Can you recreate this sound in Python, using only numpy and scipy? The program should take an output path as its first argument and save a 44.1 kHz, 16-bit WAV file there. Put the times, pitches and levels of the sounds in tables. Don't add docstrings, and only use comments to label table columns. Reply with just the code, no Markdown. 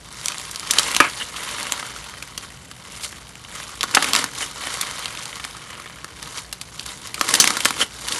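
import sys
import numpy as np
from scipy import signal
from scipy.fft import rfft, irfft, next_fast_len
from scipy.io import wavfile
from scipy.ndimage import uniform_filter1d

SR = 44100
rng = np.random.default_rng(int(sys.argv[2]) if len(sys.argv) > 2 else 0)


def wav_out(sig):
    wavfile.write(sys.argv[1], SR, np.round(np.clip(np.atleast_2d(sig).T, -1, 1) * 32767).astype(np.int16))


N = 361179
TIME = np.arange(N) / SR


def from_db(db):
    return 10 ** (np.asarray(db) / 20)


def rms_one(x):
    return x / np.sqrt(np.mean(x ** 2) + 1e-20)


def unit_energy(x):
    return x / np.sqrt(np.sum(x ** 2) + 1e-20)


def add(out, start_s, sound):
    start = max(round(start_s * SR), 0)
    out[start:start + len(sound)] += sound[:N - start]


def drift(corner_hz):
    step, settle = 40, 2000
    r = np.exp(-2 * np.pi * corner_hz * step / SR)
    white = rng.standard_normal(N // step + settle + 2)
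    slow = rms_one(signal.lfilter([1], [1, -2 * r, r * r], white)[settle:])
    return np.interp(np.arange(N) / step, np.arange(len(slow)), slow)


def colour(spectrum, size):
    points = np.array(spectrum)
    hz = np.arange(size // 2 + 1) * SR / size + 1
    return np.interp(np.log(hz), np.log(points[:, 0]), points[:, 1]), hz


def noise(spectrum, size):
    db, hz = colour(spectrum, size)
    phase = 2 * np.pi * rng.random(len(hz))
    return rms_one(irfft(from_db(db) * np.exp(1j * phase), size))


def click(spectrum, tint_db=0, turn=0, size=1024):
    db, hz = colour(spectrum, size)
    db = db + tint_db * np.cos(2 * np.pi * (np.log2(hz) / 2 + turn))
    cepstrum = irfft(np.log(from_db(db)))[:size // 2]
    cepstrum[1:] *= 2
    return irfft(np.exp(rfft(cepstrum, size)))[:size // 2]


def snap(pulse, length_s, direct, size=1024):
    scatter = rng.standard_normal(size) * np.exp(-(TIME[:size] / length_s) ** 1.36)
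    first = unit_energy(np.pad(pulse, (0, size - 1)))
    rest = unit_energy(signal.fftconvolve(pulse, scatter))
    return unit_energy(np.sqrt(direct) * first + np.sqrt(1 - direct) * rest)


def resonate(x, hz, width_hz):
    r = np.exp(-np.pi * width_hz / SR)
    return signal.lfilter([1 - r, 0, r - 1], [1, -2 * r * np.cos(2 * np.pi * hz / SR), r * r], x)


def tiny_snaps(per_s, spread_db, clump_db, evenness_s):
    born = rng.random(N) < per_s / SR
    sizes = from_db(spread_db * np.minimum(rng.exponential(1, N), 4.5) + clump_db * drift(66))
    clicks = born * sizes * rng.choice([-1, 1], N)
    window = max(int(evenness_s * SR), 2)
    power = uniform_filter1d(uniform_filter1d(clicks ** 2, window), window)
    return clicks / np.sqrt(np.abs(power) + 1e-6)


# [f/Hz, relative level/dB]
ROOM_COLOUR = [(20, -20), (35, -25), (55, 3), (90, -4), (150, -1), (250, -9.5), (450, -14), (1000, -16),
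               (3000, -22), (12000, -29)]
# [f/Hz, rms level/dB]
HUM_PARTIALS = [(59.2, -61), (119.2, -57)]
ROOM_RMS_DB = -45.5


def background():
    out = from_db(ROOM_RMS_DB) * noise(ROOM_COLOUR, next_fast_len(N))[:N]
    for hz, db in HUM_PARTIALS:
        out += from_db(db) * np.sqrt(2) * np.sin(2 * np.pi * (hz * TIME + rng.random()))
    return out


def reflections(x, t60_s, wet_db, size=12288):
    t = TIME[:size]
    walls = noise([(100, -2), (1200, -4), (5000, -7), (12000, -7)], size)
    tail = walls * from_db(-60 * t / t60_s) * (1 - np.exp(-t / 0.0024))
    return from_db(wet_db) * signal.oaconvolve(x, unit_energy(tail))[:N]


FADE_DB = 20


def swell(peak_s, attack_s, hold_s, release_s):
    before_s = np.maximum(peak_s - TIME, 0)
    after_s = np.maximum(TIME - peak_s - hold_s, 0)
    return -FADE_DB * (before_s / attack_s + after_s / release_s)


# [peak t/s, attack/s, release/s, wet crackle level/dB, crisp level re wet/dB, squelch level/dB]
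MOVES = [(0.27, 0.35, 1, -36, 2, -68), (1.21, 0.31, 0.17, -36.5, 3.5, -46.5),
         (2.42, 0.039, .2, -41, 1, -56), (2.94, 0.31, 0.9, -40.5, 0, -66),
         (3.044, 0.052, 0.08, -40.5, 11.5, -58), (3.56, 0.18, 0.68, -36, 0, -51),
         (4.171, 0.068, 0.13, -24.5, -2.5, -37), (4.425, .17, 0.11, -29.5, 2.5, -40.5),
         (5.72, 0.41, 1, -42, -21, -66), (6.26, 0.22, 0.21, -39, 0.5, -45),
         (6.38, 0.13, 0.099, -35.5, 3.5, -59), (6.892, 0.37, 0.26, -38, 2.5, -48.5),
         (7.05, 0.072, 0.12, -40, 2, -60), (7.68, 0.14, 0.077, -30.5, 3.5, -41),
         (7.823, 0.1, 0.033, -22, 1, -32.5), (8.128, 0.29, 0.49, -31, 4, -40.5)]
# [peak t/s, hold/s, release/s, wet crackle level/dB, crisp level re wet/dB, squelch level/dB]
SQUEEZES = [(0.766, 0.13, 0.48, -27.5, 0, -43), (4.007, 0.21, .07, -28, -1, -37.5),
            (7.324, 0.15, 0.38, -26.5, 0.5, -35.5)]
STRETCHES = [(1.442, 0.19, 1.055, -31.5, -1, -48.5), (4.655, 0.079, 1.49, -31, -0.5, -50.5)]
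SQUEEZE_ATTACK_S, STRETCH_ATTACK_S = 0.25, 0.28
IDLE_WET_DB, IDLE_CRISP_RE_WET_DB, IDLE_SQUELCH_DB = -57, 3.5, -58.5


def effort():
    gestures = [(s, attack, 0, *rest) for s, attack, *rest in MOVES]
    gestures += [(s, SQUEEZE_ATTACK_S, *rest) for s, *rest in SQUEEZES]
    gestures += [(s, STRETCH_ATTACK_S, *rest) for s, *rest in STRETCHES]
    power = from_db([[IDLE_WET_DB], [IDLE_WET_DB + IDLE_CRISP_RE_WET_DB], [IDLE_SQUELCH_DB]]) ** 2
    for peak_s, attack_s, hold_s, release_s, wet_db, crisp_db, squelch_db in gestures:
        peaks = from_db([[wet_db], [wet_db + crisp_db], [squelch_db]])
        envelope = from_db(swell(peak_s, attack_s, hold_s, release_s))
        power = power + (peaks * envelope) ** 2
    return 10 * np.log10(power)


# [f/Hz, relative level/dB]
MUFFLED_COLOUR = [(70, -31.5), (160, -3), (270, 3), (350, -3), (470, -1.5), (600, -11), (900, -2.5),
                  (3000, -51)]


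def squelch(level_db):
    collapses = from_db(level_db) * tiny_snaps(700, spread_db=1.5, clump_db=3.5, evenness_s=0.021)
    return signal.oaconvolve(collapses, unit_energy(click(MUFFLED_COLOUR)))[:N]


# [f/Hz, relative level/dB]
WET_COLOUR = [(100, -27.5), (280, -16), (560, -8), (800, -9), (980, -3), (1200, -1), (1750, -5), (2150, -3),
              (2550, -7.5), (3050, -2), (3700, -13.5), (7000, -37.5)]
# [f/Hz, relative level/dB]
CRISP_COLOUR = [(800, -83), (2400, -28), (3600, 3.5), (4500, 2.5), (6500, 0.5), (7250, 0.5), (8200, -2.5),
                (10300, -1), (12000, -10)]
CELL_SHARE = 0.45


def crackle(wet_db, crisp_db, spots=28):
    per_s = 850 * from_db(0.55 * (wet_db + 35))
    cells = tiny_snaps(per_s, spread_db=1.5, clump_db=1.2, evenness_s=0.11)
    threads = tiny_snaps(per_s, spread_db=1.0, clump_db=-1.0, evenness_s=0.11)
    plips = from_db(wet_db - 1.27) * cells
    ticks = np.sqrt(CELL_SHARE) * cells + np.sqrt(1 - CELL_SHARE) * threads
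    ticks = from_db(crisp_db - 1.46) * ticks
    place = 0.45 * drift(14) + 0.2 * rng.standard_normal(N)
    spot = np.floor(place * spots) % spots
    out = np.zeros(N)
    for k in range(spots):
        plip = snap(click(WET_COLOUR, tint_db=4.5, turn=k / spots), length_s=0.0038, direct=0.44)
        tick = snap(click(CRISP_COLOUR, tint_db=4.5, turn=k / spots), length_s=0.004, direct=0.49)
        out += signal.oaconvolve(plips * (spot == k), plip)[:N]
        out += signal.oaconvolve(ticks * (spot == k), tick)[:N]
    return out


# [t/s, length/s, lower level/dB, lower f/Hz, upper f/Hz, upper level re lower/dB]
FOLD_SPUTTERS = [(1.007, 0.032, -29.5, 846, 2310, 0), (1.034, 0.029, -29.5, 1100, 2180, -3),
                 (1.057, 0.03, -35.5, 1400, 2120, -13), (1.195, 0.035, -39, 1610, 2830, 3),
                 (3.967, 0.0121, -19, 480, 2650, -8), (4.42, 0.024, -42, 1500, 2880, 3),
                 (7.809, 0.023, -41.5, 1310, 3050, 17.5)]


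def sputters():
    out = np.zeros(N)
    for start_s, length_s, level_db, low_hz, high_hz, upper_db in FOLD_SPUTTERS:
        size = int(length_s * SR)
        flaps = (rng.random(size) < 1100 / SR) * rng.choice([-1, 1], size)
        flaps = np.pad(flaps * signal.windows.tukey(size, 0.5), (0, size))
        lower = rms_one(resonate(resonate(flaps, low_hz, width_hz=1800), low_hz, width_hz=1060))
        upper = rms_one(resonate(resonate(flaps, high_hz, width_hz=340), high_hz, width_hz=340))
        add(out, start_s, from_db(level_db) * np.sqrt(2) * (lower + from_db(upper_db) * upper))
    return out


SMALL_POPS_PER_S, SMALL_OVER_CRACKLE_DB, SMALL_SPREAD_DB = 28, 2, 2.5
SMALL_MAX_DB = -23.5
SMALL_LOW_HZ, SMALL_HIGH_HZ = 1200, 3000
SMALL_OCTAVES_PER_DB = 0.06
SMALL_CRACK_DB, SMALL_CRACK_SPREAD_DB, SMALL_MEDIAN_TEAR_S = -2, 6, 0.0023


def small_pops(wet_db, crisp_db, count=400):
    gap, pitch, size = rng.random((count, 3)).T
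    crack, tear = np.clip(rng.standard_normal((count, 2)), -2, 2).T
    start_s = np.cumsum(2 * gap) / SMALL_POPS_PER_S
    around_db = np.interp(start_s, TIME, wet_db)
    bright_db = np.interp(start_s, TIME, crisp_db - wet_db)
    level_db = around_db + SMALL_OVER_CRACKLE_DB + SMALL_SPREAD_DB * (2 * size - 1)
    level_db = np.minimum(level_db, SMALL_MAX_DB)
    hz = SMALL_LOW_HZ * (SMALL_HIGH_HZ / SMALL_LOW_HZ) ** pitch * 2 ** (SMALL_OCTAVES_PER_DB * bright_db)
    crack_db = SMALL_CRACK_DB + SMALL_CRACK_SPREAD_DB * crack + bright_db
    pocket_db = level_db - 10 * np.log10(1 + from_db(crack_db) ** 2)
    tear_s = SMALL_MEDIAN_TEAR_S * np.exp(0.5 * tear)
    rows = np.transpose([start_s, pocket_db, hz, crack_db, tear_s])
    return list(rows[start_s < TIME[-1]])


# [t/s, pocket level/dB, pocket f/Hz, film crack level re pocket/dB (before a 2.06 dB lift),
# nominal tearing time/s (x0.84 for the pocket, x1.3 for the film)]
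STANDOUT_POPS = [(0.2587, -27.5, 2590, 7, .0008), (0.2833, -27, 2670, 6.5, 0.0011),
                 (0.321, -29, 2420, -10, 0.0031), (0.3828, -46.5, 1830, 16.5, 0.00057),
                 (0.3976, -35, 1460, 0, 0.0025), (0.5122, -44, 1540, 13.5, .0037),
                 (0.5592, -30, 3000, 1.5, 0.002), (0.5967, -40.5, 2770, 11, 0.00073),
                 (0.704, -26, 2440, -10, .0076), (0.7093, -17, 3240, 5.5, 0.0032),
                 (0.7358, -27, 1880, 2, 0.002), (0.7849, -9.5, 3230, -6, 0.004),
                 (0.7949, -22, 1840, 6.5, 0.0017), (0.9483, -21, 2360, -2, 0.0011),
                 (0.965, -15.5, 1860, 0, 0.0028), (1.0022, -3.5, 1470, -11, 0.0045),
                 (1.008, -8.5, 1400, -32, 0.0012), (1.362, -28, 2650, -3, 0.017),
                 (1.6298, -37.5, 1840, 9, 0.0012), (1.722, -24, 1710, 6.5, 0.0013),
                 (1.8274, -30, 1230, -20, 0.0039), (2.2254, -29.5, 2410, -4.5, 0.0031),
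                 (2.3769, -26, 2920, -2, .0045), (2.7138, -36.5, 1790, -1.5, 0.0026),
                 (2.9747, -44, 1350, 4, .0027), (3.0341, -32, 2380, 2, .0073),
                 (3.0471, -30.5, 2530, -3, 0.0031), (3.1266, -35.5, 2030, -17, .0021),
                 (3.2912, -55.5, 2380, 11.5, .0015), (3.355, -38, 2170, -4, 0.0007),
                 (3.4487, -37, 2230, -15, .0032), (3.809, -19, 3000, -12, 0.0056),
                 (3.8311, -19.5, 2820, -1, 0.0011), (3.8374, -21, 1264, -4, 0.0033),
                 (3.9412, -22.5, 1380, -19, 0.014), (3.9485, -13, 2050, 4.5, 0.0045),
                 (3.9712, -7.5, 1360, -24, 0.0022), (4.0251, -17.5, 2100, -6, 0.0036),
                 (4.0435, -20, 1930, -2.5, 0.0035), (4.134, -20, 2090, 6.5, 0.00098),
                 (4.1513, -17, 1790, 0.5, 0.0026), (4.162, -17, 2790, 0, .002),
                 (4.2413, -22, 1320, 0, 0.0027), (4.8119, -27, 2060, 8.5, 0.0025),
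                 (4.9927, -39, 1520, 7, 0.002), (5.045, -37, 1910, .5, 0.0019),
                 (5.0573, -23, 2820, -17, 0.0013), (5.1738, -29.5, 2720, -16, 0.0017),
                 (5.2553, -32, 2770, 1.5, 0.0019), (5.329, -32, 1770, -20, .002),
                 (5.398, -31, 1840, -8, 0.008), (5.4414, -28, 2850, -15, 0.0041),
                 (5.449, -29, 1520, -1.5, 0.0032), (5.7987, -35.5, 1440, -4, 0.0037),
                 (5.8588, -35, 1800, -20, .0044), (6.0444, -30.5, 1210, -2.5, 0.0021),
                 (6.228, -38, 1490, 5, 0.0016), (6.382, -31, 3200, -11, .0031),
                 (6.5268, -28, 2400, 2.5, 0.0037), (6.6134, -33.5, 2280, 4, 0.0047),
                 (6.7953, -26, 3000, -8, 0.0017), (6.8624, -50, 1410, 19.5, .0026),
                 (7.0725, -41.5, 1970, 9, 0.0036), (7.1434, -28, 2330, 2, .0036),
                 (7.1792, -31, 1300, -21, .0037), (7.2117, -14.5, 1450, -2.5, 0.0025),
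                 (7.2895, -22.5, 1470, 4, 0.0043), (7.3102, -26, 1880, 2, 0.00066),
                 (7.3395, -15, 1890, 5.5, 0.0021), (7.3509, -16.5, 2760, 0, 0.0066),
                 (7.4003, -9, 1490, 13.5, 0.0013), (7.4072, -27, 2230, 8, 0.0073),
                 (7.4418, -14.5, 1690, -2, 0.0023), (7.4543, -25, 2400, -1, 0.0012),
                 (7.4746, -14, 1970, -0.5, 0.004), (7.505, -19, 1380, -2, 0.0028),
                 (7.569, -22, 1270, -0.5, 0.0047), (7.6048, -24.5, 2300, 0, 0.003),
                 (7.6491, -28.5, 2500, 10.5, 0.0019), (7.6543, -11.5, 1460, -1.5, 0.0041),
                 (7.7069, -20.5, 1260, -3.5, 0.0019), (8.0846, -25.5, 2590, 0.5, 0.0027),
                 (8.123, -21, 3100, -19, 0.0016)]
# [f/Hz, relative level/dB]
CRACK_COLOUR = [(600, -47), (1800, -27), (3600, 0.5), (4600, 2.5), (7000, 1.5), (9000, 0), (12000, -4)]
# [f/Hz, relative level/dB]
THUD_COLOUR = [(50, -42), (150, -8), (260, 3), (420, -0.5), (700, -2), (1100, -11.5), (4000, -67)]
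# [f/Hz, width/Hz, level/dB before the broad peak at HOLLOW_HZ]
HOLLOW_MODES = [(1207, 180, 5.5), (1517, 81, 2.5)]
HOLLOW_HZ = 1150
THUD_DB, THUD_DB_PER_OCTAVE = -8.5, 9.5


def pops(rows):
    out, film, lump = np.zeros(N), click(CRACK_COLOUR), click(THUD_COLOUR)
    impulse = signal.unit_impulse(len(film))
    modes = np.zeros(len(film))
    for k, (hz, width_hz, db) in enumerate(HOLLOW_MODES):
        modes += (-1) ** k * from_db(db) * resonate(impulse, hz, width_hz)
    hollow = unit_energy(resonate(modes, HOLLOW_HZ, width_hz=2700))
    for start_s, level_db, hz, crack_db, tear_s in rows:
        direct = 0.47 * np.exp(-tear_s / 0.0069)
        air = unit_energy(resonate(resonate(impulse, hz, width_hz=1.14 * hz), hz, width_hz=1.02 * hz))
        coupling = from_db(-4.5) * HOLLOW_HZ / hz
        pocket = snap(air + coupling * hollow, 0.84 * tear_s, direct)
        crack = from_db(crack_db + 2.06) * snap(film, 1.3 * tear_s, direct)
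        thud_db = THUD_DB - THUD_DB_PER_OCTAVE * np.log2(hz / HOLLOW_HZ)
        thud = from_db(thud_db) * snap(lump, length_s=0.0028, direct=0.2)
        add(out, start_s, from_db(level_db) * np.sqrt(0.0079 * SR) * (pocket + crack + thud))
    return out


def scene():
    wet_db, crisp_db, squelch_db = effort()
    floor = background()
    slime = squelch(squelch_db) + crackle(wet_db, crisp_db) + sputters()
    slime += pops(STANDOUT_POPS + small_pops(wet_db, crisp_db))
    table = reflections(slime, t60_s=0.081, wet_db=-14)
    room = reflections(slime, t60_s=0.25, wet_db=-19)
    return (slime + table + room + floor)[None]


CUTOFF_HZ = 11900


def record(dry):
    clipped = dry / (1 + dry ** 8) ** (1 / 8)
    low_pass = signal.ellip(10, 0.2, 80, CUTOFF_HZ, fs=SR, output="sos")
    return signal.sosfilt(low_pass, clipped)


dry = scene()
out = record(dry)
wav_out(out)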